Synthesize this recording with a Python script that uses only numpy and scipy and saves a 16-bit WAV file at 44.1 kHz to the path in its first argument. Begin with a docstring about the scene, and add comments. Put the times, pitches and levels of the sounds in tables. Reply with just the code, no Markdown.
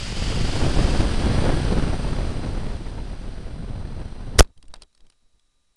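"""A tiny camera rides on the side of a model rocket. First the motor's exhaust hisses; it gives way to the
airstream, whose turbulence buffets the microphone and excites the resonances of its housing, easing as the
rocket coasts. At about 4.4 s the ejection charge drives the microphone into saturation. Then the opened
airframe tumbles in near silence, its parts rubbing and ticking together over a faint electronic whine."""
import sys
import numpy as np
from scipy import signal
from scipy.fft import rfft, irfft
from scipy.io import wavfile
from scipy.ndimage import uniform_filter1d

SR = 44100
rng = np.random.default_rng(int(sys.argv[2]) if len(sys.argv) > 2 else 0)


def wav_record(signal):
    """Record a signal, one row per channel, as 16-bit PCM in the file named by sys.argv[1]."""
    frames = np.transpose(np.atleast_2d(signal))
    bounded = np.clip(frames, -1, 1)
    # unit amplitude maps onto the largest positive 16-bit level
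    quanta = np.round(bounded * 32767).astype(np.int16)
    wavfile.write(sys.argv[1], SR, quanta)


N = 254016
T = np.arange(N) / SR
EJECT_S, OPEN_S = 4.398, 4.429


def undb(db):
    """Amplitude ratio of a level in decibels."""
    return 10 ** (np.asarray(db) / 20)


def unit(x):
    """Normalisation to rms 1."""
    return x / np.sqrt(np.mean(x ** 2))


def curve(table):
    """Linear interpolation of (time_s, value) rows."""
    return np.interp(T, *np.transpose(table))


def swell(peak_s, width_s):
    """Gaussian envelope: 1 at peak_s, 1/e at width_s to either side."""
    return np.exp(-((T - peak_s) / width_s) ** 2)


def walk(rate_hz):
    """Smooth random modulation of rms 1."""
    step = int(SR / rate_hz)
    held = np.repeat(rng.standard_normal(N // step + 1), step)[:N]
    return unit(uniform_filter1d(held, step))


def colour(x, spectrum):
    """Spectral shaping by (frequency_hz, level_db) rows, with a steep roll-off above the last."""
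    hz, db = np.transpose(spectrum)
    bin_hz = np.maximum(np.arange(N // 2 + 1) * SR / N, 1)
    gain = undb(np.interp(np.log(bin_hz), np.log(hz), db))
    roll_off = np.minimum(1, hz[-1] / bin_hz) ** 10
    return irfft(rfft(x) * gain * roll_off, N)


def noise(spectrum):
    """Filtered Gaussian noise of rms 1."""
    return unit(colour(rng.standard_normal(N), spectrum))


def resonate(x, hz, width_hz):
    """Second-order resonance with gain 1 at its centre."""
    return signal.lfilter(*signal.iirpeak(hz, hz / width_hz, fs=SR), x)


def breathy(hz, width_hz):
    """Narrow-band noise of rms 1: a tone whose amplitude and phase wander."""
    phase = 2 * np.pi * np.cumsum(hz * np.ones(N)) / SR
    return unit(walk(width_hz) * np.cos(phase) + walk(width_hz) * np.sin(phase))


def steady(x, samples):
    """Division by the running rms holds the level and keeps the quick flutter."""
    power = uniform_filter1d(uniform_filter1d(x ** 2, samples), samples // 2)
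    return x / np.sqrt(power + 1e-9)


def eddies(spectrum, per_s, strength, spread_db):
    """Shot noise: vortices cross the microphone port at random, each a dip in pressure."""
    arrivals = rng.random(N) < per_s / SR
    dips = -undb(spread_db * rng.standard_normal(N)) * arrivals
    return colour((dips - dips.mean()) * strength, spectrum)


# Spectrum of the exhaust at the camera: frequency_hz, level_db
EXHAUST_SPECTRUM = [(200, -0.5), (900, -4.5), (2000, -1), (3100, 2), (4000, -3.5), (4550, 1.5), (4950, 2),
                    (5450, -4.5), (6300, -7), (8200, -9), (9300, -13), (10400, -18), (11600, -30),
                    (12400, -50.5)]
# The exhaust fades as it is left behind and burns out: time_s, level_db
EXHAUST_ENVELOPE = [(0, -34.5), (.3, -34.5), (1.01, -36.5), (1.06, -41), (1.5, -46.5), (2.3, -51), (3, -57),
                    (4.4, -79)]


def motor(sputter_db=0.85):
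    """Jet noise: the turbulent exhaust hisses and sputters slightly."""
    return undb(curve(EXHAUST_ENVELOPE)) * noise(EXHAUST_SPECTRUM) * undb(sputter_db * walk(70))


# Pressure spectra of large and of small eddies: frequency_hz, level_db
LARGE_EDDY_SPECTRUM = [(5, -7.5), (14, 6), (35, 1), (70, -3.5), (120, -6), (190, -13), (300, -29),
                       (600, -61)]
SMALL_EDDY_SPECTRUM = [(70, -23.5), (150, -3), (220, 2), (320, -2), (500, -6), (750, -10.3), (1100, -16),
                       (2000, -24), (4000, -33), (9000, -54.5)]
# Gusts striking the rolling body: peak_s, large_eddy_gain_db, small_eddy_gain_db, width_s
BODY_GUSTS = [(0.24, 4, 3, .04), (0.434, 6, 1.5, 0.037), (0.66, 5, 4.5, 0.036), (0.834, 5.5, 2.5, 0.051),
              (.94, 2, 3, .02), (1.009, 7, 6, .03), (1.17, 4, 2.5, .025), (1.279, 1, 3.5, 0.037),
              (1.479, 1.5, 5, 0.036), (1.607, 3.5, 3, .02), (1.739, 2, 5, 0.043), (1.934, 1.5, 3, 0.013),
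              (2.201, 3, 2.5, 0.022), (2.335, 0, 4.5, 0.019), (2.439, -3.5, 5, .025), (2.97, 1, 3, .035),
              (4.011, 4, 5.5, 0.015), (4.37, 4, 5.5, 0.038)]


def buffeting(speed, flutter, uneven_db=1.5):
    """Turbulent pressure on the microphone port grows as a power of airspeed and swells in gusts."""
    drift_db = uneven_db * walk(22.005)
    large_db = -19.5 + drift_db + sum(db * swell(s, width) for s, db, _, width in BODY_GUSTS)
    small_db = -27 + drift_db + sum(db * swell(s, width) for s, _, db, width in BODY_GUSTS)
    large = eddies(LARGE_EDDY_SPECTRUM, per_s=900, strength=undb(2.1 * flutter), spread_db=3)
    small = eddies(SMALL_EDDY_SPECTRUM, per_s=4000, strength=undb(3.0 * flutter), spread_db=3)
    rumble = steady(large, samples=3000) * undb(large_db) * speed ** 1.59
    bursts = steady(small, samples=2400) * undb(small_db) * speed ** 2.29
    return rumble + bursts


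# Spectrum of the air rushing past the housing: frequency_hz, level_db
FLOW_SPECTRUM = [(500, -0.5), (1500, 2), (2300, -2.5), (3400, -2.5), (3800, -4), (4900, -4), (5400, -10),
                 (6000, -10.5), (6500, -18), (7600, -15.5), (8800, -5.5), (9600, -13), (10600, -18.5),
                 (12200, -37.5)]
# Cavity resonances of the housing: pitch_hz, bandwidth_hz, gain_db
HOUSING_MODES = [(3320, 270, -15.5), (4000, 210, -12), (4690, 300, -13.5), (5900, 250, -1.5)]


def rush(speed, flutter, whistle_hz=4090, top_shedding_hz=1707):
    """Flow excites cavity resonances, whistles over an opening and sheds vortices from the edges."""
    flow = noise(FLOW_SPECTRUM) * undb(0.79 * flutter)
    ringing = sum(undb(db) * resonate(flow, hz, width) for hz, width, db in HOUSING_MODES)
    whistle = undb(-52.5) * speed ** 1.8 * breathy(whistle_hz, width_hz=190)
    shedding_hz = top_shedding_hz * speed  # Strouhal's law: pitch is proportional to airspeed
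    aeolian_tone = undb(-12) * breathy(shedding_hz, width_hz=280)
    octave = undb(-16) * breathy(2 * shedding_hz, width_hz=280)
    return undb(-36) * speed ** 2.415 * (unit(flow + ringing) + aeolian_tone + octave) + whistle


# Strong vortices crossing the port: peak_s, strength_db
VORTEX_CORES = [(0.636, -8.5), (0.657, -13), (0.687, -19), (1.014, -14), (1.029, -11), (1.237, -12.5),
                (1.46, -6.5), (1.602, -11), (1.723, -10.5), (1.769, -10), (1.934, -21), (2.81, -22),
                (3.587, -31), (3.975, -26.5), (4.009, -23)]


def thumps(width_s=.0006):
    """Pressure is low in a vortex core, so each one passes as a sudden dip."""
    dips = sum(-undb(db) / (1 + ((T - s) / width_s) ** 2) for s, db in VORTEX_CORES)
    return colour(dips, [(30, -13), (200, -2), (3000, 6), (9000, -6)])


# Jets of gas from the charge: peak_s, level_db, rise_s, decay_s
GAS_JETS = [(4.387, -19, .0015, 0.0035), (4.3909, 1, .0004, 0.00086), (4.3946, -2.5, 0.00093, 0.0028),
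            (4.3987, -1, 0.00038, 0.00014), (4.4015, -37.5, .002, .006), (4.4069, 5, .00012, .00015),
            (4.414, -38, .003, 0.0092), (4.4254, -33, .0015, 0.0018)]
# Spectrum of the escaping gas: frequency_hz, level_db
GAS_SPECTRUM = [(150, 4.5), (500, 7.5), (1000, 3), (1500, 4.5), (2100, -1), (2800, -0.5), (5000, 4),
                (7000, 0), (10000, .5), (11200, -8.5), (12500, -27.5)]
# Pressure swings as the tube vents and separates: start_s, length_s, polarity, level_db, rise_s, decay_s
PRESSURE_SWINGS = [(4.3855, .0066, -1, 4, .01, .1), (4.3942, .0012, 1, -3, .0004, .02),
                   (4.3990, .009, -1, -2, .00005, .3), (4.4065, .0005, 1, 8, .00005, .02),
                   (4.4080, .021, 1, 0, .00003, .026)]


def ejection(thump_hz=480):
    """Sudden expansion: gas jets and pressure swings, with a brief low-mid thump of overload."""
    jet_envelope = sum(undb(db) * np.exp(-np.maximum((s - T) / rise, (T - s) / decay))
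                       for s, db, rise, decay in GAS_JETS)
    overload_thump = undb(-15) * breathy(thump_hz, width_hz=270) * swell(EJECT_S, width_s=0.0022)
    pressure = np.zeros(N)
    for start_s, length_s, polarity, db, rise_s, decay_s in PRESSURE_SWINGS:
        age = np.maximum(T - start_s, 0)
        attack = 1 - np.exp(-age / rise_s)
        release = np.clip(1 - age / decay_s, 0, 1) ** 2
        pressure += polarity * undb(db) * attack * release * (age < length_s)
    jets = jet_envelope * noise(GAS_SPECTRUM) * (T < OPEN_S)
    return jets + overload_thump + pressure


# Puffs of air as the open airframe swings round: peak_s, sway_db, wake_offset_db, width_s
AIR_PUFFS = [(4.45, -36.5, 4, 0.022), (4.498, -42, 3, 0.014), (4.583, -40, -5, 0.015),
             (4.64, -44.5, 6, 0.014), (4.701, -37, -8, 0.043), (4.775, -43, 4, 0.033),
             (4.834, -43, 4, .017), (5.041, -47.5, 0, 0.044), (5.246, -55, 0, .02), (5.35, -59.5, 1, 0.029)]


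def tumbling(flutter, rest_db=-66.5, wake_to_sway_db=-21):
    """Vortex shedding in slow air: large eddies sway the pressure, small ones form a faint wake."""
    sway_spectrum = [(5, 5.0), (18, -1), (40, -10), (80, -21.5), (160, -30.5), (400, -61)]
    sway = steady(noise(sway_spectrum), samples=4000)
    small = eddies(SMALL_EDDY_SPECTRUM, per_s=4000, strength=undb(3.4 * flutter), spread_db=2)
    wake = undb(wake_to_sway_db) * steady(small, samples=2400)
    sway_puffs = sum(undb(db) * swell(s, width) for s, db, _, width in AIR_PUFFS)
    wake_puffs = sum(undb(db + offset) * swell(s, width) for s, db, offset, width in AIR_PUFFS)
    return (undb(rest_db) + sway_puffs) * sway + (undb(rest_db) + wake_puffs) * wake


# Cord and loose parts sliding on the tube: peak_s, level_db, width_s
SCRAPES = [(4.438, -55, .007), (4.451, -56, .008), (4.644, -62, 0.0032), (4.707, -60, 0.0037),
           (4.717, -61, .005), (4.758, -51, .005), (4.785, -68, 0.022), (4.814, -59, 0.0068),
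           (5.05, -70, 0.011), (5.134, -72.5, .01)]


def rubbing(grain_db=4):
    """Sliding friction makes short, grainy bursts of noise along the tube."""
    envelope = sum(undb(db) * swell(s, width) for s, db, width in SCRAPES)
    friction = noise([(200, 4), (700, 1.5), (2000, -1.5), (4600, -3.0),
                      (6000, -14.5), (9500, -16), (12000, -34.5)])
    return envelope * unit(friction * undb(grain_db * walk(600)))


# Loose parts striking the airframe: start_s, level_db, relative_thud_db
IMPACTS = [(4.4742, -52, -16), (4.576, -49, -21), (4.6263, -39.5, -29), (4.6538, -56, -16),
           (4.6806, -44, -25), (4.739, -26.5, -10.5), (4.7574, -52, -13), (4.764, -48, -9),
           (4.8204, -31, -18.5), (4.832, -41, -22), (4.9274, -58.5, -27), (4.9488, -49, -26),
           (4.9757, -53, -22), (5.005, -50, -19), (5.0663, -51.5, -26.5), (5.0993, -43, -27),
           (5.1222, -56.5, -14), (5.3947, -54.5, -27.5)]
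# Vibration modes of the airframe: pitch_hz, gain_db, t60_s
AIRFRAME_MODES = [(2675, -11, 0.0097), (3260, 7.5, 0.014), (4060, 6.5, 0.012), (4610, 7.5, 0.01),
                  (5000, 3, 0.0083), (6040, -7, 0.0084), (6980, -13, 0.0056), (8400, 1, .007),
                  (9050, -5, .007)]
# Spectrum of the tube's dull thud: frequency_hz, level_db
THUD_SPECTRUM = [(100, 3), (400, -4), (800, 6), (1600, 5), (2500, -8), (6000, -29)]


def ticks(contact_s=0.0013, scrape_db=-3, thud_s=0.005, uneven_db=4, detune=0.043):
    """Impact excitation: each contact scrapes, thuds and rings the modes, differently at every spot."""
    out = np.zeros(N)
    age = T[:SR // 10]
    tube = noise(THUD_SPECTRUM)
    crack = noise([(1000, 1.0), (3000, 0), (6000, -2.5), (10000, -4.5), (12000, -22)])
    contact = age / contact_s * np.exp(1 - age / contact_s)
    spots = rng.standard_normal((len(IMPACTS), len(AIRFRAME_MODES), 2))
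    for (start_s, db, thud_db), spot in zip(IMPACTS, spots):
        start = int(start_s * SR)
        span = slice(start, start + len(age))
        force = crack[span] * contact
        ring = np.zeros(len(age))
        for (hz, mode_db, t60_s), (louder, higher) in zip(AIRFRAME_MODES, spot):
            width_hz = np.log(1000) / np.pi / t60_s
            mode = resonate(force, hz * (1 + detune * higher), width_hz)
            ring += undb(mode_db + uneven_db * louder) * mode
        tick = ring / np.abs(ring).max() + undb(scrape_db) * force / np.abs(force).max()
        thud = undb(thud_db) * tube[span] * np.exp(-age / thud_s)
        out[span] += undb(db) * (tick / np.abs(tick).max() + thud)
    return out


# Spectrum of the circuits' hiss: frequency_hz, level_db
HISS_SPECTRUM = [(20, 22.5), (70, 20), (120, 8.5), (300, 5.5), (600, 1.5), (3000, 0.5), (3800, 4),
                 (4500, 2), (10000, -0.5), (11300, -10.5), (12200, -34.5)]
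# Tones of the circuits' whine: pitch_hz, level_db
WHINE_TONES = [(1200, -89.5), (3892, -82.5), (5599, -90.5), (7402, -95), (9598, -99), (10637, -99)]


def electronics(jitter_rad=.2):
    """Self-noise: the camera's circuits hiss and whine throughout, masked until the wind dies away."""
    whine = sum(undb(db) * np.sqrt(2) * np.sin(2 * np.pi * hz * T + jitter_rad * walk(30))
                for hz, db in WHINE_TONES)
    return undb(-73) * noise(HISS_SPECTRUM) + whine


# The rocket gathers speed under thrust, then coasts: time_s, fraction_of_top_speed
FLIGHT_SPEED = [(0, 0.43), (.3, 0.72), (.65, 0.9), (1.45, 1), (1.8, .86), (2.1, 0.74), (2.5, .62),
                (2.9, 0.5), (3.5, 0.45), (4.37, 0.42)]


def scene():
    """Superposition of the sources; one turbulent flutter modulates the buffeting, rush and wake."""
    speed = curve(FLIGHT_SPEED)
    turbulence = 0.57 * walk(35) + walk(140) + .95 * walk(500)
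    flutter = unit(np.tanh(0.3 * turbulence))
    flight = motor() + buffeting(speed, flutter) + rush(speed, flutter) + thumps()
    closed = np.clip((OPEN_S - T) / 0.015, 0, 1)  # 1 in nose-first flight, 0 once the rocket is open
    wind = closed * flight + (1 - closed) * tumbling(flutter)
    return (wind + ejection() + ticks() + rubbing() + electronics())[None]


def record(dry, ceiling=.66, knee=8, cutoff_hz=16000):
    """Saturation and band limiting: the peaks are flattened and the highest treble is cut off."""
    saturated = dry / (1 + np.abs(dry / ceiling) ** knee) ** (1 / knee)
    dulled = colour(saturated, [(11500, 0), (12600, -10), (20000, -12)])
    low_pass = signal.ellip(8, .2, 80, cutoff_hz, fs=SR, output="sos")
    return signal.sosfilt(low_pass, dulled)


dry = scene()
out = record(dry)
wav_record(out)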